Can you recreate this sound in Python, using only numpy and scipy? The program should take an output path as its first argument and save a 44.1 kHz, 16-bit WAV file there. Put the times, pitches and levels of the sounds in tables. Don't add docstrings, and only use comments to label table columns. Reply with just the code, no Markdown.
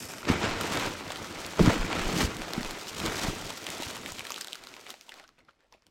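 import sys
import numpy as np
from scipy import signal
from scipy.fft import irfft
from scipy.io import wavfile
from scipy.ndimage import uniform_filter1d

SR = 44100
rng = np.random.default_rng(int(sys.argv[2]) if len(sys.argv) > 2 else 0)


def boost(x):
    u = np.asarray(x, float) / 20
    return 10 ** u


def file_out(sig):
    cols = np.atleast_2d(sig).T
    lim = np.clip(cols, -1, 1)
    pcm = np.round(lim * 32767).astype(np.int16)
    wavfile.write(sys.argv[1], SR, pcm)


N = 260217


def evened(x):
    return x / np.sqrt(np.mean(x ** 2) + 1e-20)


def smooth_noise(samples):
    return evened(uniform_filter1d(rng.standard_normal(N), samples))


def read(points, hz):
    f, value = np.transpose(points)
    return np.interp(np.log(hz + 1), np.log(f + 1), value)


def add(mix, s, sound):
    part = mix[round(s * SR):][:len(sound)]
    part += sound[:len(part)]


def band(x, lo_hz, hi_hz):
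    return signal.sosfilt(signal.butter(2, [lo_hz, hi_hz], "band", fs=SR, output="sos"), x)


def colour(x, points):
    hz = np.fft.rfftfreq(2048, 1 / SR)
    impulse = np.fft.fftshift(irfft(boost(read(points, hz))))
    return signal.oaconvolve(x, impulse, "same")


def patchy(x, patch_db, bins, frames):
    z = signal.stft(x, nperseg=512)[2]
    field = rng.standard_normal(z.shape[::-1]).T
    field = uniform_filter1d(field, bins, axis=0)
    field = uniform_filter1d(field, frames, axis=1)
    return signal.istft(z * boost(patch_db * evened(field)), nperseg=512)[1][:N]


def ring(hz, t60, length):
    t = np.arange(round(length * SR)) / SR
    return np.sin(2 * np.pi * hz * t) * boost(-60 * t / t60)


def contacts(per_s, spread_db, clump_db, clump_s, burst_s):
    clumps = smooth_noise(max(round(clump_s * SR), 2))
    size = boost(spread_db * np.minimum(rng.exponential(1, N), 5) + clump_db * clumps)
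    hits = size * (rng.random(N) < per_s / SR)
    fade = np.exp(-1 / (burst_s * SR))
    bursts = signal.lfilter([1], [1, -2 * fade, fade ** 2], hits)
    return evened(bursts * rng.standard_normal(N))


def swells(rows, rise_s, fall_s):
    t = np.arange(0, N + 64, 64) / SR
    power = sum(boost(db) ** 2 * np.exp(np.minimum((t - s) / rise_s, (s - t) / fall_s)) for s, db in rows)
    return np.interp(np.arange(N) / SR, t, power)


def stir(material):
    # time_s, foam_rustle_db, load_on_walls_db, film_sliding_db
    hand = [(0, -47, -43, -45.5), (0.14, -48, -56, -49), (0.225, -47.5, -56, -53.5), (0.27, -47, -40, -61),
            (0.3, -29, -45, -48), (0.36, -35, -35, -55), (0.4, -36.5, -46, -53), (0.45, -29, -34.5, -50),
            (0.52, -34.5, -36, -56), (0.62, -37, -39.5, -49.5), (0.845, -32, -34, -44),
            (0.96, -43, -48, -55), (1.3, -45, -45, -53), (1.57, -44, -49, -53), (1.62, -39, -21, -44.5),
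            (1.7, -30.5, -30, -44.5), (1.8, -38, -38.5, -50.5), (1.96, -33, -36, -51),
            (2.12, -36, -36, -46.5), (2.2, -34.5, -35.5, -39.5), (2.26, -39.5, -36.5, -47),
            (2.38, -44.5, -47, -53), (2.64, -41, -42, -51.5), (2.88, -46, -55, -52),
            (2.96, -44.5, -42.5, -51), (3.03, -37.5, -34, -45), (3.14, -38, -38, -44.5),
            (3.28, -36, -38.5, -45.5), (3.34, -43, -42, -49), (3.45, -43.5, -42, -48.5),
            (3.59, -48.5, -52, -52), (3.74, -42, -52, -48.5), (4.1, -47, -49, -52), (4.45, -55, -71.5, -59),
            (4.8, -55, -65, -62.5), (5, -65, -81, -65.5), (5.2, -51.5, -88, -68), (5.3, -70, -70.5, -88),
            (5.56, -75, -78, -90), (5.9, -74, -75.5, -90)]
    # peak_s, foam_db, film_db
    slumps = [(0.291, -27, -45.5), (1.598, -33, -61), (1.66, -29, -51), (2.208, -30, -41),
              (3.065, -33, -53), (3.232, -37, -41), (3.499, -41, -51), (4.08, -43, -44.5),
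              (4.901, -48, -51.5), (5.39, -58.5, -88), (5.49, -60, -89), (5.61, -63, -91), (5.74, -60, -88)]
    time_s, foam_db, load_db, film_db = np.transpose(hand)
    level_db = {"foam": foam_db, "load": load_db, "film": film_db}[material]
    steady = boost(np.interp(np.arange(N) / SR, time_s, level_db))
    if material == "load":
        return steady
    surges = [(s, surge_foam_db if material == "foam" else surge_film_db)
              for s, surge_foam_db, surge_film_db in slumps]
    return np.sqrt(steady ** 2 + swells(surges, rise_s=0.0077, fall_s=0.013))


def hush():
    # pitch_hz, relative_level_db (per Hz)
    floor_shape = [(24, -27), (40, 3.5), (257, -34.5), (335, -15), (685, -27.5), (790, -33.5), (1080, -18),
                   (1540, -34.5), (2200, -21), (2430, -25), (12000, -51), (15600, -73), (22000, -120)]
    waver = boost(2.8 * smooth_noise(1500))
    noise = patchy(colour(rng.standard_normal(N), floor_shape), patch_db=0.5, bins=4, frames=12)
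    return boost(-79) * evened(waver * noise)


def room(x):
    # pitch_hz, t60_s
    decay_times = [(200, 0.11), (1000, 0.38), (5000, 0.58), (14000, 0.21)]
    taps = np.zeros(SR // 2)
    at = np.arange(60, len(taps) - 20, 20)
    taps[at + rng.integers(0, 20, len(at))] = rng.choice([-1., 1.], len(at))
    hz, t, z = signal.stft(taps, SR, nperseg=256)
    t60 = np.maximum(read(decay_times, hz), .02)[:, None]
    tail = signal.istft(z * boost(-60 * t / t60), SR, nperseg=256)[1]
    return signal.oaconvolve(x, tail / np.linalg.norm(tail))[:N]


def walls():
    # pitch_hz, relative_level_db, t60_s
    modes = [(100.5, 4.5, 0.037), (184, -0.5, 0.043), (244, 5, 0.028), (313, 1.5, 0.045), (433, -9, 0.13),
             (576, -13, 0.017), (720, -15, 0.04)]
    return band(sum(boost(db) * ring(hz, t60, .3) for hz, db, t60 in modes), 79, 4000)


def box():
    # peak_s, peak_db
    lurches = [(.33, -37), (.53, -40), (.84, -45), (1.65, -45), (1.8, -26.5), (2.25, -33.5), (2.42, -39),
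               (2.6, -35), (2.68, -34), (3.07, -41), (3.3, -39), (4.12, -54)]
    taps = contacts(per_s=730, spread_db=0.5, clump_db=2.5, clump_s=0.05, burst_s=.002)
    drum = signal.oaconvolve(taps, walls())[:N]
    sway = band(band(rng.standard_normal(N), 18, 36), 18, 36)
    load = stir("load")
    wander = boost(-19.5 + 8 * smooth_noise(4000))
    rocking = np.sqrt((wander * load) ** 2 + swells(lurches, rise_s=0.0096, fall_s=0.014))
    return load * evened(drum) + rocking * evened(sway)


def knocks():
    # start_s, thud_peak_db, thud_hz, wall_ring_db (relative to the thud)
    thuds = [(.3, -11.5, 229, -13), (0.311, -39.5, 200, 21), (1.5935, -15.5, 1094, -42),
             (1.5937, -15, 533, -39), (1.5983, -10, 464, -17), (1.6062, -10, 269, -27),
             (1.6109, -8.5, 199, -16), (1.633, -21.5, 306, -4.5), (1.647, -40, 250, 2.5),
             (1.661, -32.5, 200, 14), (1.675, -9, 213.4, -20), (1.681, -19.5, 187, 7.5),
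             (1.691, -21.5, 210, -6), (1.7, -17, 436, -20.5), (1.711, -22.5, 396, -4),
             (2.23, -23, 219, -15), (2.24, -31, 69.4, 7.5), (2.579, -21, 202, -37), (3.055, -27, 244, -1),
             (3.283, -25, 169, -2), (3.8, -30, 285, -33), (3.864, -43, 101, 3)]
    out = np.zeros(N)
    for s, db, hz, ring_db in thuds:
        turns = np.arange(round(6 * SR / hz)) * hz / SR
        thud = np.sin(2 * np.pi * turns) * turns * np.exp(-turns / 0.42)
        push = signal.windows.hann(max(round(SR / hz * 0.79), 4))
        tail = np.convolve(push, walls())
        add(out, s, boost(db) * thud / abs(thud).max())
        add(out, s, boost(db + ring_db) * tail / abs(tail).max())
    return out


def film():
    # pitch_hz, relative_level_db (per Hz)
    film_shape = [(1200, -14), (3000, 6.5), (6000, 4.5), (8000, 1), (10000, -6), (13000, -7.5),
                  (16000, -13)]
    # pitch_hz, relative_level_db (per Hz)
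    bag_shape = [(1470, -33), (2500, 0), (3010, -4), (4020, -7), (5110, 5.5), (6500, -1), (7650, 1),
                 (10800, -8), (11800, -3), (16000, -20)]
    bag_end_s = 0.34
    rub = contacts(per_s=4400, spread_db=5.5, clump_db=2.0, clump_s=0.026, burst_s=0.0009)
    bag, wrap = colour(rub, bag_shape), colour(rub, film_shape)
    bag = bag / np.std(band(bag, 6000, 15000))
    wrap = wrap / np.std(band(wrap, 6000, 15000))
    return stir("film") * np.where(np.arange(N) / SR < bag_end_s, bag, wrap)


def crackle(count=16):
    clumps = smooth_noise(900)
    size = boost(2.1 * np.minimum(rng.exponential(1, N), 4) + 2.4 * clumps)
    size = size * (rng.random(N) < 350 / SR)
    patch, out = rng.integers(0, count, N), np.zeros(N)
    for k, hz in enumerate(np.geomspace(1500, 12000, count)):
        second_hz = min(hz * rng.uniform(0.63, 2.5), 15000)
        pop = ring(hz, 2.3 / hz, .01) + 0.48 * ring(second_hz, 5.9 / hz, .01)
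        onset = np.minimum(np.arange(len(pop)) * hz / SR, 1)
        tilt = boost(-3.0 * np.log2(hz / 4000)) * np.sqrt(hz)
        out += signal.oaconvolve(size * (patch == k), onset * tilt * pop)[:N]
    return boost(-7.5) * stir("film") * evened(out)


def foam():
    # pitch_hz, relative_level_db (per Hz)
    foam_shape = [(180, -3), (300, -0.5), (1100, -5.5), (1360, -4), (1690, -8), (2210, -7), (4020, -15.5),
                  (7690, -23.5), (16000, -66)]
    scrape = contacts(per_s=3500, spread_db=0.5, clump_db=0.3, clump_s=0.035, burst_s=0.0011)
    x = patchy(colour(scrape, foam_shape), patch_db=1.0, bins=7, frames=6)
    x = band(band(x, 170, 18000), 170, 18000)
    return stir("foam") * x / np.std(band(x, 600, 5000))


def crumple(count=14):
    clumps = smooth_noise(1200)
    size = boost(4.0 * np.minimum(rng.exponential(1, N), 4) + 4.9 * clumps)
    size = size * (rng.random(N) < 450 / SR)
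    patch, out = rng.integers(0, count, N), np.zeros(N)
    for k, hz in enumerate(np.geomspace(550, 5000, count)):
        pop = ring(hz, 21.0 / hz, .03) + 0.23 * ring(hz * rng.uniform(1.85, 2.75), 15.0 / hz, .03)
        tilt = boost(-1.5 * np.log2(hz / 1500)) * np.sqrt(hz)
        out += signal.oaconvolve(size * (patch == k), tilt * pop)[:N]
    return evened(out + boost(-6.0) * room(out))


def rustle():
    held_s, held_fade_s = 4.92, 0.23
    held = np.clip((np.arange(N) / SR - held_s) / held_fade_s, 0, 1)
    return boost(-7.0 * held) * foam() + boost(-3.0) * held * stir("foam") * crumple()


def creaks():
    # start_s, peak_db, pitch_hz, slipping_s
    folds = [(1.105, -27.5, 1370, 0.0071), (4.405, -27, 4900, .02), (5.078, -45.5, 910, .025),
             (5.482, -44.5, 1386, 0.016), (5.489, -55, 3350, .008), (5.719, -47, 950, 0.013),
             (5.744, -49.5, 620, 0.0075)]
    out = np.zeros(N)
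    slips = rng.standard_normal((len(folds), 4000))
    for (s, db, hz, length), slip in zip(folds, slips):
        hold = signal.windows.tukey(max(round(length * SR), 8), .6)
        sound = np.convolve(hold * slip[:len(hold)] ** 3, ring(hz, 16.0 / hz, .04))
        add(out, s, boost(db) * sound / abs(sound).max())
    return out


def snaps():
    # snap_s, peak_db, low_ring_hz, high_ring_hz, high_share_db (relative to the low ring)
    creases = [(0.025, -30, 750, 3570, 1), (0.136, -26, 1380, 7150, -1), (0.182, -27, 2250, 5620, 2),
               (0.229, -30, 1330, 4970, -11), (0.252, -22.5, 870, 3490, -21), (0.61, -16, 1210, 3670, 2),
               (0.634, -24, 2150, 3360, -3), (0.754, -22, 890, 3430, -1), (0.772, -18, 1010, 3540, -3),
               (0.796, -19, 910, 3690, -3), (1.103, -23, 760, 3730, -7), (1.119, -21, 1630, 3460, -1),
               (1.158, -24, 1470, 3140, 1), (1.17, -29, 1650, 4370, 7), (1.244, -25, 1440, 5040, -3),
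               (1.416, -33, 1500, 5930, -5), (1.447, -24, 2390, 3300, -20), (1.463, -24, 751, 5000, 13),
               (1.593, -21, 748, 3130, -1.5), (1.66, -13.5, 950, 4500, -6), (1.928, -17, 2350, 4040, -12.5),
               (1.994, -20, 1310, 3190, -5), (2.211, -17, 1970, 3730, -4), (2.367, -26, 1360, 3630, 12),
               (2.418, -19.5, 703, 3290, -11), (2.481, -25, 780, 4740, -15), (2.534, -14.5, 730, 5000, 4.5),
               (2.608, -26, 1860, 3310, -3), (2.63, -20.5, 730, 3860, -8), (2.647, -23, 821, 3530, 0),
               (2.708, -22.5, 1110, 3940, 3), (2.87, -23, 1320, 4660, 4), (2.931, -28, 1260, 3810, 8),
               (3.0, -18, 1170, 3270, 4), (3.061, -13, 1250, 3350, -2), (3.193, -26, 2230, 4770, -10),
               (3.503, -22.5, 1010, 3690, 6), (3.577, -26, 1320, 5350, 0), (3.666, -18.5, 2320, 3060, -1),
               (3.688, -23, 1970, 3300, -6), (3.702, -19, 2420, 3340, 4), (3.732, -36, 1000, 5680, -1),
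               (3.822, -24, 824, 3400, -3), (3.832, -19.5, 2370, 3520, -1), (3.902, -24, 1340, 3670, -1),
               (3.91, -27, 1020, 3300, 1), (3.957, -25.5, 710, 5010, -1), (3.966, -25, 1080, 3100, 0),
               (4.06, -20.5, 1960, 3140, -3), (4.12, -24, 970, 7900, 13), (4.184, -25, 2000, 5460, -8),
               (4.193, -20.5, 2550, 3600, -3), (4.206, -24, 2060, 3650, -12),
               (4.251, -25.5, 1910, 3710, -3), (4.267, -27, 1340, 3960, 0), (4.295, -25, 2400, 5600, 0),
               (4.304, -21.5, 1100, 6500, 4), (4.319, -19.5, 2630, 7100, 6), (4.342, -23, 2400, 3400, 9),
               (4.36, -23, 2680, 5230, -3), (4.378, -25, 1310, 3410, -7), (4.383, -27, 1270, 4130, 0),
               (4.41, -18, 1720, 3700, 9), (4.445, -24.5, 1260, 3660, 6), (4.471, -24, 1760, 5260, 5),
               (4.482, -28, 736, 3530, 3.5), (4.523, -28.5, 2480, 4130, -9), (4.53, -19, 2730, 3440, 3),
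               (4.546, -32, 1920, 3420, 2), (4.554, -24.5, 1420, 4670, 3), (4.637, -32.5, 2170, 4160, 5),
               (4.648, -42, 2470, 4530, 10), (4.67, -28.5, 1220, 4180, 3), (4.739, -30, 2200, 3350, -6),
               (4.765, -31.5, 1200, 3430, -7), (4.811, -38, 759, 4770, 5), (4.865, -32, 2150, 3650, -8),
               (4.892, -32, 1270, 6500, 4), (4.903, -25.5, 1280, 3500, 11), (4.94, -31.5, 764, 3600, -9),
               (5.01, -30, 2480, 6020, 5), (5.092, -29.5, 2560, 3020, 5), (5.119, -29.5, 1750, 3400, -12),
               (5.14, -31, 2470, 3700, 2), (5.184, -43, 2490, 3970, -17), (5.197, -35, 1820, 3900, -3),
               (5.239, -41.5, 1160, 3170, -9), (5.277, -42, 1350, 6120, 6), (5.29, -38.5, 1300, 4960, -0.5),
               (5.387, -51, 1740, 3250, -3), (5.394, -59, 1410, 3970, -15), (5.491, -49, 1390, 3200, -22),
               (5.508, -53, 2600, 3500, -5), (5.605, -51.5, 1670, 5440, -3), (5.724, -38.5, 953, 5530, 5.5),
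               (5.743, -60, 713, 3200, -6), (5.821, -51, 1080, 5030, 1), (5.866, -45.5, 2630, 4840, 4)]
    flutter_level_db, flutter_spread_db = -18.5, 4
    dull_from_s, dull_db_per_s = 4.1, -1.5
    out, t = np.zeros(N), np.arange(-600, 2000) / SR
    before, after = np.minimum(t, 0), np.maximum(t, 0)
    noise = rng.standard_normal((len(creases), 3, len(t)))
    edge = np.exp(-(t / .00003) ** 2)
    burst = np.where(t < 0, .5 * np.exp(before / 0.000088), np.exp(-after / 0.00035))
    cloud = np.where(t < 0, np.exp(before / 0.0042), np.exp(-after / 0.017))
    for (s, db, low_hz, high_hz, high_db), (low_noise, high_noise, chance) in zip(creases, noise):
        crack = burst.copy()
        for gain, delay in chance[2:6].reshape(2, 2):
            crack += 0.5 * abs(gain) * np.roll(burst, round(abs(delay) * 0.0023 * SR))
        flutter_db = flutter_level_db + flutter_spread_db * np.clip(chance[0], -1, 1)
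        unevenness_db = 1.2 * evened(uniform_filter1d(chance, 40))
        shape = crack + boost(flutter_db + unevenness_db) * cloud
        sharp = (0.52 + 0.5 * abs(chance[6])) * edge
        low = shape * low_noise - 2.2 * sharp
        high = shape * high_noise - 9.0 * sharp
        low = band(low, low_hz / 1.25, low_hz * 1.25) + .5 * band(band(low, 400, 5000), 400, 5000)
        top = 0.49 * band(high, 6800, 11000) + 0.37 * band(high, 9900, 14000)
        top_db = 3.9 * chance[1] + dull_db_per_s * max(s - dull_from_s, 0)
        high = band(high, high_hz / 1.218, high_hz * 1.128) + boost(top_db) * top
        sound = low / abs(low).max() + boost(high_db) * high / abs(high).max()
        add(out, s - .0126, boost(db) * sound / abs(sound).max())
    return out


def scene():
    near = snaps() + creaks() + film() + crackle() + rustle()
    return (near + boost(-18.0) * room(near) + knocks() + box() + hush())[None]


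def top_cut(x):
    return signal.sosfilt(signal.butter(12, 16820, fs=SR, output="sos"), x)


def record(dry):
    limited = signal.oaconvolve(dry, signal.firwin(255, 16150, fs=SR)[None], "same")
    return top_cut(limited)


dry = scene()
out = record(dry)
file_out(out)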